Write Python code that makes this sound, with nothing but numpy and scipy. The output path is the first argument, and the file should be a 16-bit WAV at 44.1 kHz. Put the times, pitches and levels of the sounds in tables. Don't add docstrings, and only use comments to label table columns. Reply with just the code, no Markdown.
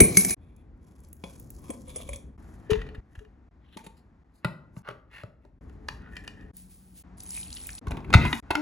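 import sys
import numpy as np
from scipy import signal
from scipy.fft import rfft, irfft, next_fast_len
from scipy.io import wavfile
from scipy.ndimage import uniform_filter1d

SR = 44100
rng = np.random.default_rng(int(sys.argv[2]) if len(sys.argv) > 2 else 0)


def bounce(signal):
    frames = np.transpose(np.atleast_2d(signal))
    limited = np.clip(frames, -1, 1)
    pcm = np.round(limited * 32767).astype(np.int16)
    wavfile.write(sys.argv[1], SR, pcm)


def voltage_ratio(decibels):
    exponent = np.asarray(decibels, float) / 20
    return 10 ** exponent


N = 379701
T = np.arange(N) / SR

# [start t/s, end t/s]
SHOTS = [(0, .346), (.366, 2.367), (2.377, 3.005), (3.008, 3.49), (3.51, 4.237), (4.243, 4.823),
         (4.829, 5.588), (5.609, 6.514), (6.533, 7.026), (7.036, 7.794), (7.813, 8.402), (8.425, 8.62)]
# [f/Hz, level/dB, t60/s]
JUG_MODES = [(1110, -12.5, 0.048), (1450, -10, 0.037), (1800, 1, 0.0207), (2448, -7, 0.077),
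             (2770, -3, 0.056), (3006, -4.5, 0.047), (3480, -4, 0.044), (4110, -8, 0.052)]
PLASTIC_SLOPES = (220, 200)


def colour(x, points):
    size = next_fast_len(len(x))
    hz, db = np.transpose(points)
    log_f = np.log(np.arange(size // 2 + 1) * SR / size + 1)
    gain = voltage_ratio(np.interp(log_f, np.log(hz), db))
    return irfft(rfft(x, size) * gain, size)[:len(x)]


def band(x, lo_hz, hi_hz):
    return signal.sosfilt(signal.butter(2, [lo_hz, hi_hz], "band", fs=SR, output="sos"), x)


def unit(x):
    return x / np.sqrt(np.mean(x ** 2))


def power_sum(gains):
    return np.sqrt(np.sum(gains ** 2, axis=0))


def decay(t60, t):
    return np.exp(-np.log(1000) * t / max(t60, 1e-3))


def curve(rows, column):
    rows = np.array(rows)
    return voltage_ratio(np.interp(T, rows[:, 0], rows[:, column], -140, -140))


def strokes(rows, slopes):
    out = []
    for start, hold, db, *_ in rows:
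        shot_start, shot_end = next(shot for shot in SHOTS if shot[1] > start)
        before = np.clip(start - T, 0, None)
        after = np.clip(T - start - hold, 0, None)
        loss = slopes[0] * before + slopes[1] * after
        out.append(voltage_ratio(db - np.minimum(loss, 200)) * (T >= shot_start) * (T < shot_end))
    return np.array(out)


def add(out, s, sound, peak_db):
    start = int(s * SR)
    end = int(min(e for _, e in SHOTS if e > s) * SR)
    sound = sound[:min(end, N) - start]
    out[start:start + len(sound)] += voltage_ratio(peak_db) * sound / np.max(np.abs(sound))


def grit(per_s, spread_db, hiss):
    chance = rng.random((3, N))
    size = voltage_ratio(-spread_db * np.log(chance[1] + 0.055))
    clicks = (chance[0] < per_s / SR) * size * np.sign(chance[2] - .5)
    return unit(clicks) + hiss * rng.standard_normal(N)


def near_db(hz, centre_hz, focus):
    return -focus * np.abs(np.log2(hz / centre_hz))


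def ring(modes, centre_hz, blur, focus):
    t, out = T[:SR // 4], 0
    for hz, db, t60 in modes:
        partials = hz * (1 + blur * rng.standard_normal((6, 1)))
        cluster = np.sin(2 * np.pi * partials * t).sum(axis=0)
        out = out + voltage_ratio(db + near_db(hz, centre_hz, focus)) * decay(t60, t) * cluster
    return unit(out)


def rubbing(modes, rub, slopes, broad, per_s, blur, focus):
    rows, gains = np.array(rub), strokes(rub, slopes)
    heard = np.flatnonzero(gains.sum(axis=0))
    part = slice(heard[0], heard[-1])
    gains, push = gains[:, part], grit(per_s, 4.5, .6)[part]
    hold = int(SR / 70)
    slips = np.repeat(rng.standard_normal(len(push) // hold + 1), hold)
    push = push * voltage_ratio(3.5 * uniform_filter1d(slips, size=SR // 300)[:len(push)])
    centre = uniform_filter1d(rows[gains.argmax(axis=0), 4], size=SR // 30)
    tonal = 0
    for hz, db, t60 in modes:
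        mode = unit(band(push, hz * (1 - blur) - 1 / t60, hz * (1 + blur) + 1 / t60))
        tonal = tonal + voltage_ratio(db + near_db(hz, centre, focus)) * mode
    wide = sum(voltage_ratio(near_db(hz, centre, 31.0)) * unit(band(push, 0.87 * hz, 1.25 * hz))
               for hz in 600 * 1.5 ** np.arange(7))
    body = power_sum(gains) * unit(unit(tonal) + broad * unit(wide))
    treble = power_sum(gains * voltage_ratio(rows[:, 3:4])) * unit(band(push, 5200, 12000))
    out = np.zeros(N)
    out[part] = body + treble
    return out


def struck_and_rubbed(hits, modes, rub, slopes, crack, broad, per_s, blur, focus):
    out, t = rubbing(modes, rub, slopes, broad, per_s, blur, focus), T[:SR // 4]
    for s, db, treble_db, contact, hz in hits:
        burst = rng.standard_normal(len(t)) * decay(contact, t) * (1 - decay(2.0 * contact, t))
        response = ring(modes, hz, blur, focus)
        chatter = unit(signal.fftconvolve(burst, response)[:len(t)])
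        body = unit(0.48 * response + chatter)
        bare = unit(band(burst, 850, 5100))
        add(out, s, body * (1 - decay(0.1 * contact, t)) + crack * bare, db)
        bright = signal.fftconvolve(burst, ring(modes, 11000, blur, 0))[:len(t)]
        shine = band(bright, 5400, 19845) / np.std(body) / np.sqrt(np.sum(burst ** 2))
        add(out, s, band(unit(burst) + 3.3 * shine, 5300, 10000), db + treble_db)
    return out


def clasp():
    # [t/s, peak level/dB, treble above it/dB, contact burst t60/s, favoured f/Hz]
    hits = [(0.002, -5, 1.5, 0.022, 2200), (0.17, -8.5, 5, 0.012, 2300), (0.247, -20, 6, 0.016, 2280),
            (0.304, -23, 6.5, 0.027, 2300)]
    # [f/Hz, level/dB, t60/s]
    modes = [(189.4, -3.5, 0.25), (373, -10, 0.091), (760, -9, 0.023), (1100, -12.5, 0.022),
             (2291, -5, 0.13), (2940, -16.5, 0.013), (4280, -8, 0.021), (6174, -15, 0.031),
             (8770, -7.5, 0.17), (10600, -6.5, 0.077), (11680, -9.5, 0.22), (15100, -9, .04)]
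    # [start t/s, hold/s, level/dB, treble above it/dB, favoured f/Hz]
    rub = [(0.0, 0.15, -43.5, -0.5, 1204), (.168, 0.036, -41, 10.5, 2300), (0.297, 0.016, -46.5, 8, 2290)]
    return struck_and_rubbed(hits, modes, rub, slopes=(700, 160), crack=0.26, broad=0.12, per_s=3100,
                             blur=.04, focus=2.5)


def background():
    rumble_db = [-54, -51.5, -48, -57, -58, -62.5, -58.5, -47, -57, -52, -52.5, -50.5]
    # [start t/s, hold/s, level/dB, upper part above it/dB]
    presses = [(0.0, 0.017, -33.5, 13), (0.11, 0.18, -52, 14.5), (1.391, 0.9, -50, -3),
               (2.8, 0.11, -47.5, -3), (4.645, 0.11, -53.5, -7), (7.497, 0.24, -52.5, -10),
               (7.928, 0.052, -47.5, 9.5), (8.174, 0.083, -28.5, -1)]
    tone_db = [-57.5, -68, -58, -66.5, -67, -68.5, -73.5, -60.5, -70, -58.5, -56.5, -55.5]
    # [f/Hz, relative level per Hz/dB]
    tone_colour = [(180, -5.5), (300, -2.5), (404, -16.5), (508, -16), (586, -16), (735, -11),
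                   (1190, -16.5), (1940, -20.5), (2880, -33.5), (9000, -43.5), (11700, -57), (19800, -89.5)]
    shot = np.searchsorted(np.array(SHOTS)[1:, 0], T)
    deep, upper, tone = rng.standard_normal((3, N))
    rest = voltage_ratio(np.array(rumble_db)[shot])
    press = strokes(presses, (110, 230))
    deep_gain = np.hypot(rest, power_sum(press))
    upper_press = power_sum(press * voltage_ratio(np.array(presses)[:, 3:]))
    upper_gain = np.hypot(voltage_ratio(-6.5) * rest, upper_press)
    rumble = deep_gain * unit(band(band(deep, 33, 78), 41, 180)) + upper_gain * unit(band(upper, 110, 290))
    return rumble + voltage_ratio(np.array(tone_db)[shot]) * unit(colour(tone, tone_colour))


def room(x, gap_s):
    t, noise = T[:SR // 2], rng.standard_normal((2, SR // 2))
    tail = band(noise[0], 130, 1300) * decay(0.53, t) + band(noise[1], 1700, 15000) * decay(0.31, t)
    tail = tail * (t > gap_s) / np.sqrt(np.sum(tail ** 2))
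    out = np.zeros(N)
    for start, end in SHOTS:
        part = slice(int(start * SR), min(int(end * SR), N))
        out[part] = signal.fftconvolve(x[part], tail)[:len(x[part])]
    return voltage_ratio(-10) * out


def thuds():
    # [t/s, peak level/dB, f/Hz, t60/s]
    knocks = [(0.008, -5, 319, 0.017), (0.017, -4.5, 66.96, 0.009), (0.17, -25.5, 185, 0.062),
              (1.238, -37.5, 166, 0.039), (1.695, -28, 252, 0.064), (2.051, -34.5, 60.5, 0.043),
              (2.086, -34, 66, 0.34), (2.719, -13.5, 72.4, 0.009), (2.768, -26, 53, 0.29),
              (2.98, -29, 58.5, 0.05), (3.177, -33.5, 58, 0.088), (3.765, -34.5, 220, 0.026),
              (3.867, -41, 169, 0.037), (4.452, -19.5, 147, 0.066), (4.77, -31.5, 143, 0.058),
              (4.884, -41.5, 141.7, 0.17), (5.239, -34, 118, 0.044), (7.875, -22.5, 70.0, 0.067),
              (7.918, -25, 60.7, 0.081), (8.152, -0.5, 93.4, 0.037), (8.177, -13, 74.4, 0.071),
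              (8.331, -27.5, 268, 0.2)]
    out, t = np.zeros(N), T[:SR // 3]
    for s, db, hz, t60 in knocks:
        glide = hz * (.85 + 0.45 * np.exp(-t / 0.0076))
        phase = 2 * np.pi * np.cumsum(glide) / SR
        add(out, s, -np.sin(phase) * decay(t60, t) * (1 - np.exp(-t / 0.0022)), db)
    return out


def jar():
    # [t/s, peak level/dB, treble above it/dB, contact burst t60/s, favoured f/Hz]
    hits = [(1.238, -26, -42, 0.016, 1040), (1.702, -30, 1, 0.017, 528), (1.875, -45.5, 1, 0.044, 533),
            (1.958, -34, 4.5, 0.038, 530), (2.002, -37, -20, 0.013, 630), (2.089, -29.5, -4, 0.0165, 528),
            (2.131, -34.5, 0.5, 0.016, 3360), (2.159, -42.5, 8.5, 0.011, 530)]
    # [f/Hz, level/dB, t60/s]
    modes = [(533, -2, 0.23), (632.4, -7, 0.085), (1049, -0.5, 0.0156), (2350, -5, 0.05),
             (2490, -11, 0.041), (3375, -4.5, 0.057), (4285, -44, 0.18), (6640, -29, 0.055),
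             (7300, -25.5, 0.095), (8980, -3, 0.056)]
    # [start t/s, hold/s, level/dB, treble above it/dB, favoured f/Hz]
    rub = [(.42, .2, -77.5, -10.5, 2270), (.85, 0.27, -77, 1.5, 1100), (1.26, 0.094, -63.5, 1.5, 1500),
           (1.24, 0.87, -103.5, 37.5, 1190), (1.642, 0.093, -58, -3, 974), (1.902, .26, -58.5, -2, 2850)]
    return struck_and_rubbed(hits, modes, rub, slopes=(290, 560), crack=0.26, broad=0.51, per_s=700,
                             blur=0.034, focus=4.4)


def scattered(start, end, db, lo_hz, hi_hz, count):
    when, size, pitch = rng.random((count, 3)).T
    return list(zip(start + when * (end - start), db - 8 * size, lo_hz * (hi_hz / lo_hz) ** pitch))


def wet_clicks():
    # [t/s, peak level/dB, centre f/Hz]
    loudest = [(0.5641, -53.5, 9000), (1.1297, -34.5, 11510), (1.3976, -35, 11440), (1.5035, -32.5, 11610),
               (1.5923, -44.5, 10600), (6.5677, -34.5, 10820), (7.2038, -31.5, 6295), (7.235, -33.5, 9200),
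               (7.3056, -28, 7300), (7.4126, -29.5, 7190), (7.5037, -38, 5450), (7.528, -28, 5160),
               (7.541, -33, 6510), (7.569, -31, 3500), (7.653, -42, 3766), (7.6692, -23.5, 11040),
               (7.431, -33.5, 3810), (7.6909, -32, 2098), (7.7037, -32.5, 5500), (7.7513, -34.5, 6780),
               (7.7812, -35, 3666)]
    sticky = scattered(0.95, 2.2, -48, 5500, 11500, count=24)
    splashy = scattered(7.4, 7.79, -37, 3000, 8000, count=12)
    out = np.zeros(N)
    for s, db, hz in loudest + sticky + splashy:
        burst = rng.standard_normal(SR // 20) * decay(0.014, T[:SR // 20])
        add(out, s, unit(band(burst, .75 * hz, 1.52 * hz)) + 0.11 * unit(band(burst, 1800, 10000)), db)
    return out


def jug():
    # [t/s, peak level/dB, treble above it/dB, contact burst t60/s, favoured f/Hz]
    hits = [(2.7024, -27, -5, 0.045, 2480), (2.7137, -25, -39, 0.025, 1400),
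            (2.7322, -21.5, -45.5, 0.0078, 1960), (2.7541, -34, -40, 0.017, 1790),
            (2.815, -32.5, -28, 0.016, 1780), (2.8644, -42.5, -25, 0.032, 1814),
            (2.8891, -40.5, -24, 0.0078, 1900), (2.9462, -41.5, -18.5, 0.027, 1800),
            (3.1517, -44.5, -11, 0.022, 1540), (3.1904, -44, -10, 0.0174, 1785),
            (3.2488, -53.5, -35.5, 0.01, 1834)]
    # [start t/s, hold/s, level/dB, treble above it/dB, favoured f/Hz]
    rub = [(2.38, .27, -74.5, 0.5, 1530), (2.72, 0.081, -56, -21, 1800), (3.13, 0.057, -73, -3.5, 1700)]
    return struck_and_rubbed(hits, JUG_MODES, rub, PLASTIC_SLOPES, crack=0.095, broad=0.31, per_s=1100,
                             blur=0.0472, focus=12.4)


def jug_boom():
    # [start t/s, hold/s, level/dB]
    swells = [(2.699, 0.039, -23.5), (2.82, 0.16, -57), (3.208, 0.037, -55), (5.62, .88, -64.5)]
    hz = 428.8
    noise = unit(band(rng.standard_normal(N), hz - 25, hz + 25))
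    note = unit(np.sin(2 * np.pi * hz * T) + 0.18 * noise)
    return power_sum(strokes(swells, (7400, 400))) * note


def lid():
    # [t/s, peak level/dB, treble above it/dB, contact burst t60/s, favoured f/Hz]
    hits = [(3.77, -33, -6.5, 0.02, 804), (3.838, -45, -4, 0.062, 441), (3.863, -37.5, -4, 0.024, 447)]
    # [f/Hz, level/dB, t60/s]
    modes = [(435, 0, 0.062), (853, 17.5, 0.0584), (1294, -9, 0.022), (1900, 18.5, 0.007), (3070, 5, .03),
             (4760, -10.5, .03)]
    # [start t/s, hold/s, level/dB, treble above it/dB, favoured f/Hz]
    rub = [(3.63, 0.036, -77, -17.5, 2650), (3.69, 0.075, -67.5, -11, 3380), (3.78, 0.025, -67.5, 3, 2460),
           (3.84, 0.018, -69.5, -7, 4500), (3.975, 0.022, -72.5, -2.5, 4400), (4.35, 0.036, -77, 3.5, 4660)]
    return struck_and_rubbed(hits, modes, rub, slopes=(560, 800), crack=0.77, broad=0.83, per_s=3900,
                             blur=0.16, focus=22.0)


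def can():
    # [t/s, peak level/dB, treble above it/dB, contact burst t60/s, favoured f/Hz]
    hits = [(4.446, -18.5, -13, 0.014, 1607), (4.765, -41.5, -15.5, 0.013, 1110),
            (4.887, -26.5, -23, 0.0084, 1310), (4.91, -34, -25.5, 0.011, 1360),
            (5.112, -53.5, -29, 0.018, 2120), (5.235, -34.5, -48, 0.0051, 760),
            (5.45, -47, -23.5, 0.0108, 764)]
    # [f/Hz, level/dB, t60/s]
    modes = [(441, 3, 0.16), (616.3, 4, 0.036), (908, -0.5, 0.028), (1210, -5.5, 0.082),
             (1400, -1.5, 0.039), (1883, -1.5, 0.021), (2100, -4.5, 0.03), (2530, -1.5, 0.018),
             (3190, -5, 0.032), (3850, -3.5, 0.04)]
    # [start t/s, hold/s, level/dB, treble above it/dB, favoured f/Hz]
    rub = [(4.452, .03, -56.5, -29.5, 1600), (4.769, .02, -63.5, -2, 1054),
           (4.872, 0.026, -44.5, -26.5, 1320), (5.142, 0.064, -47.5, -16.5, 1900),
           (5.44, .02, -76.5, -10, 1900)]
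    return struck_and_rubbed(hits, modes, rub, slopes=(660, 490), crack=0.11, broad=0.39, per_s=1100,
                             blur=0.057, focus=12.2)


def spoon_on_jug():
    # [t/s, peak level/dB, treble above it/dB, contact burst t60/s, favoured f/Hz]
    hits = [(5.696, -51.5, -11, 0.0091, 1478), (5.885, -21, -36.5, 0.011, 1930),
            (6.02, -54.5, -26, 0.0053, 1180), (6.167, -28, -42.5, 0.012, 1890),
            (6.195, -56, -27.5, 0.0088, 1860), (6.277, -27, -45, 0.0084, 1900),
            (6.409, -53.5, -42, 0.018, 1890)]
    # [start t/s, hold/s, level/dB, treble above it/dB, favoured f/Hz]
    rub = [(5.62, 0.1, -71.5, -10, 1020), (5.901, 0.051, -71, -2, 1800), (6.03, 0.056, -52.5, -37, 1400),
           (6.14, 0.13, -56.5, -14.5, 1770), (6.4, 0.03, -59, -18, 1810)]
    return struck_and_rubbed(hits, JUG_MODES, rub, PLASTIC_SLOPES, crack=0.53, broad=0.25, per_s=400,
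                             blur=0.027, focus=23.0)


def hum():
    hz, db, start, end = (185, -58.5, 6, 7.5)
    return voltage_ratio(db) * unit(band(rng.standard_normal(N), hz - 6, hz + 6)) * (T > start) * (T < end)


def salt():
    # [start t/s, hold/s, level/dB]
    shakes = [(6.573, 0.013, -54), (6.71, .01, -57.5), (6.75, 0.22, -66.5), (6.97, .02, -54)]
    # [f/Hz, relative level per Hz/dB]
    tone = [(880, -42), (1500, -13.5), (7390, -6), (9100, 4), (11000, -4), (13300, -4.5), (14900, -6),
            (16000, -6)]
    patter = unit(colour(grit(6000, 0.99, .5), tone))
    return power_sum(strokes(shakes, (510, 140))) * patter


def bubbles(start, end, count, cycles, spread_db):
    out, t = np.zeros(N), T[:SR // 100]
    for when, pitch, size in rng.random((count, 3)):
        hz = 2300 * 4.5 ** pitch
        chirp = np.sin(2 * np.pi * hz * t * (1 + 12 * t)) * decay(cycles / hz, t)
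        add(out, start + when * (end - start), chirp, -spread_db * np.log(size + 0.023))
    return out / np.std(out[int(start * SR):int(end * SR)])


def milk():
    # [t/s, level/dB]
    flow = [(7.172, -59), (7.24, -55.5), (7.364, -40), (7.49, -55), (7.564, -48.5), (7.793, -53)]
    # [f/Hz, relative level per Hz/dB]
    tone = [(530, -48), (900, -6), (1160, -45), (2090, -6.5), (2630, -12), (6890, -5.5), (9090, 8.5),
            (10800, -2), (16000, -17)]
    fizz = unit(colour(grit(1600, 5.2, 0.35), tone))
    bursts = bubbles(flow[0][0], flow[-1][0], count=260, cycles=47.0, spread_db=6.5)
    return curve(flow, 1) * (fizz + 0.38 * bursts)


def base():
    # [t/s, peak level/dB, treble above it/dB, contact burst t60/s, favoured f/Hz]
    hits = [(7.869, -28, -17.5, 0.015, 598), (7.881, -40.5, -0.5, 0.015, 585),
            (7.907, -29.5, -9, 0.025, 966), (7.918, -26, -24.5, 0.01, 911),
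            (7.969, -33.5, -15.5, 0.016, 879), (8.004, -45.5, -38.5, 0.0087, 1450),
            (8.045, -39, -17, 0.017, 2014), (8.103, -28, -24, 0.015, 891), (8.128, -16, -26.5, 0.015, 2112),
            (8.138, -2.5, -36, 0.013, 1652), (8.142, -8, -33, 0.015, 1500),
            (8.147, -10, -32.5, 0.0089, 1500), (8.251, -16.5, -23, 0.015, 1010),
            (8.328, -14, -58.5, 0.012, 2020), (8.505, -14, -18, 0.024, 849.5),
            (8.553, -11.5, -35.5, 0.0092, 1530)]
    # [f/Hz, level/dB, t60/s]
    modes = [(452.4, -6, .03), (930, -4.5, 0.0069), (1046, -5.5, 0.053), (1500, 1.5, 0.027),
             (2086, 2.5, 0.044), (2486, 2.5, 0.045), (3050, -3, .03), (3666, 2, 0.04), (4300, -19, 0.04)]
    # [start t/s, hold/s, level/dB, treble above it/dB, favoured f/Hz]
    rub = [(7.931, 0.065, -52.5, -21.5, 900), (8.15, .06, -50.5, -15, 1500), (8.237, .01, -35, -22, 2220),
           (8.298, 0.15, -44, -4.5, 1100), (8.52, 0.11, -55, -21.5, 1500)]
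    return struck_and_rubbed(hits, modes, rub, PLASTIC_SLOPES, crack=0.19, broad=0.76, per_s=3700,
                             blur=0.06, focus=11)


def motor_buzz():
    start, hz, db = (8.556, 300, -29)
    swing = np.sin(2 * np.pi * hz * T) + 0.15 * np.sin(2 * np.pi * 2 * hz * T)
    return voltage_ratio(db) * swing * np.clip((T - start) / 0.014, 0, 1)


def scene():
    near = (clasp() + thuds() + jar() + wet_clicks() + jug() + jug_boom() + lid() + can()
            + spoon_on_jug() + hum() + salt() + milk() + base() + motor_buzz())
    scatter = band(rng.standard_normal(SR // 40) * decay(0.01, T[:SR // 40]), 400, 18000)
    far = signal.fftconvolve(near, scatter / np.sqrt(np.sum(scatter ** 2)))[:N]
    cuts = sum(np.clip(np.minimum(T - a + (a == 0), b - T) / 0.0017, 0, 1) for a, b in SHOTS)
    ports = np.array([x + room(near, 0.0013) + background() for x in (near, far)])
    return (cuts + voltage_ratio(-33.0)) * ports


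def low_pass(x):
    return signal.sosfilt(signal.butter(12, 16420, fs=SR, output="sos"), x)


def record(dry):
    # [f/Hz, lean to the left/0-1, lead of the left/0-1, share that differs/0-1]
    ports = [(60, .075, .05, .1), (250, .15, .2, .25), (700, .17, .4, .5), (2500, .22, .4, .5),
             (5000, .25, .1, .4), (6800, .02, .02, .1)]
    size = next_fast_len(N)
    a, b = rfft(band(dry, 33, 19845), size)
    f = np.arange(len(a)) * SR / size
    hz, lean, lead, differ = np.transpose(ports)
    turn = np.pi * np.clip(f - 6900, 0, None) / 4200
    mid = a * np.cos(turn) ** 2
    differing = np.interp(f, hz, differ) + 1.5 * np.sin(turn) ** 2
    side = np.interp(f, hz, lean + 1j * lead) * a + differing * b
    stereo = irfft(np.array([mid + side, mid - side]), size)[:, :N]
    return low_pass(np.clip(stereo, -1, 1))


dry = scene()
out = record(dry)
bounce(out)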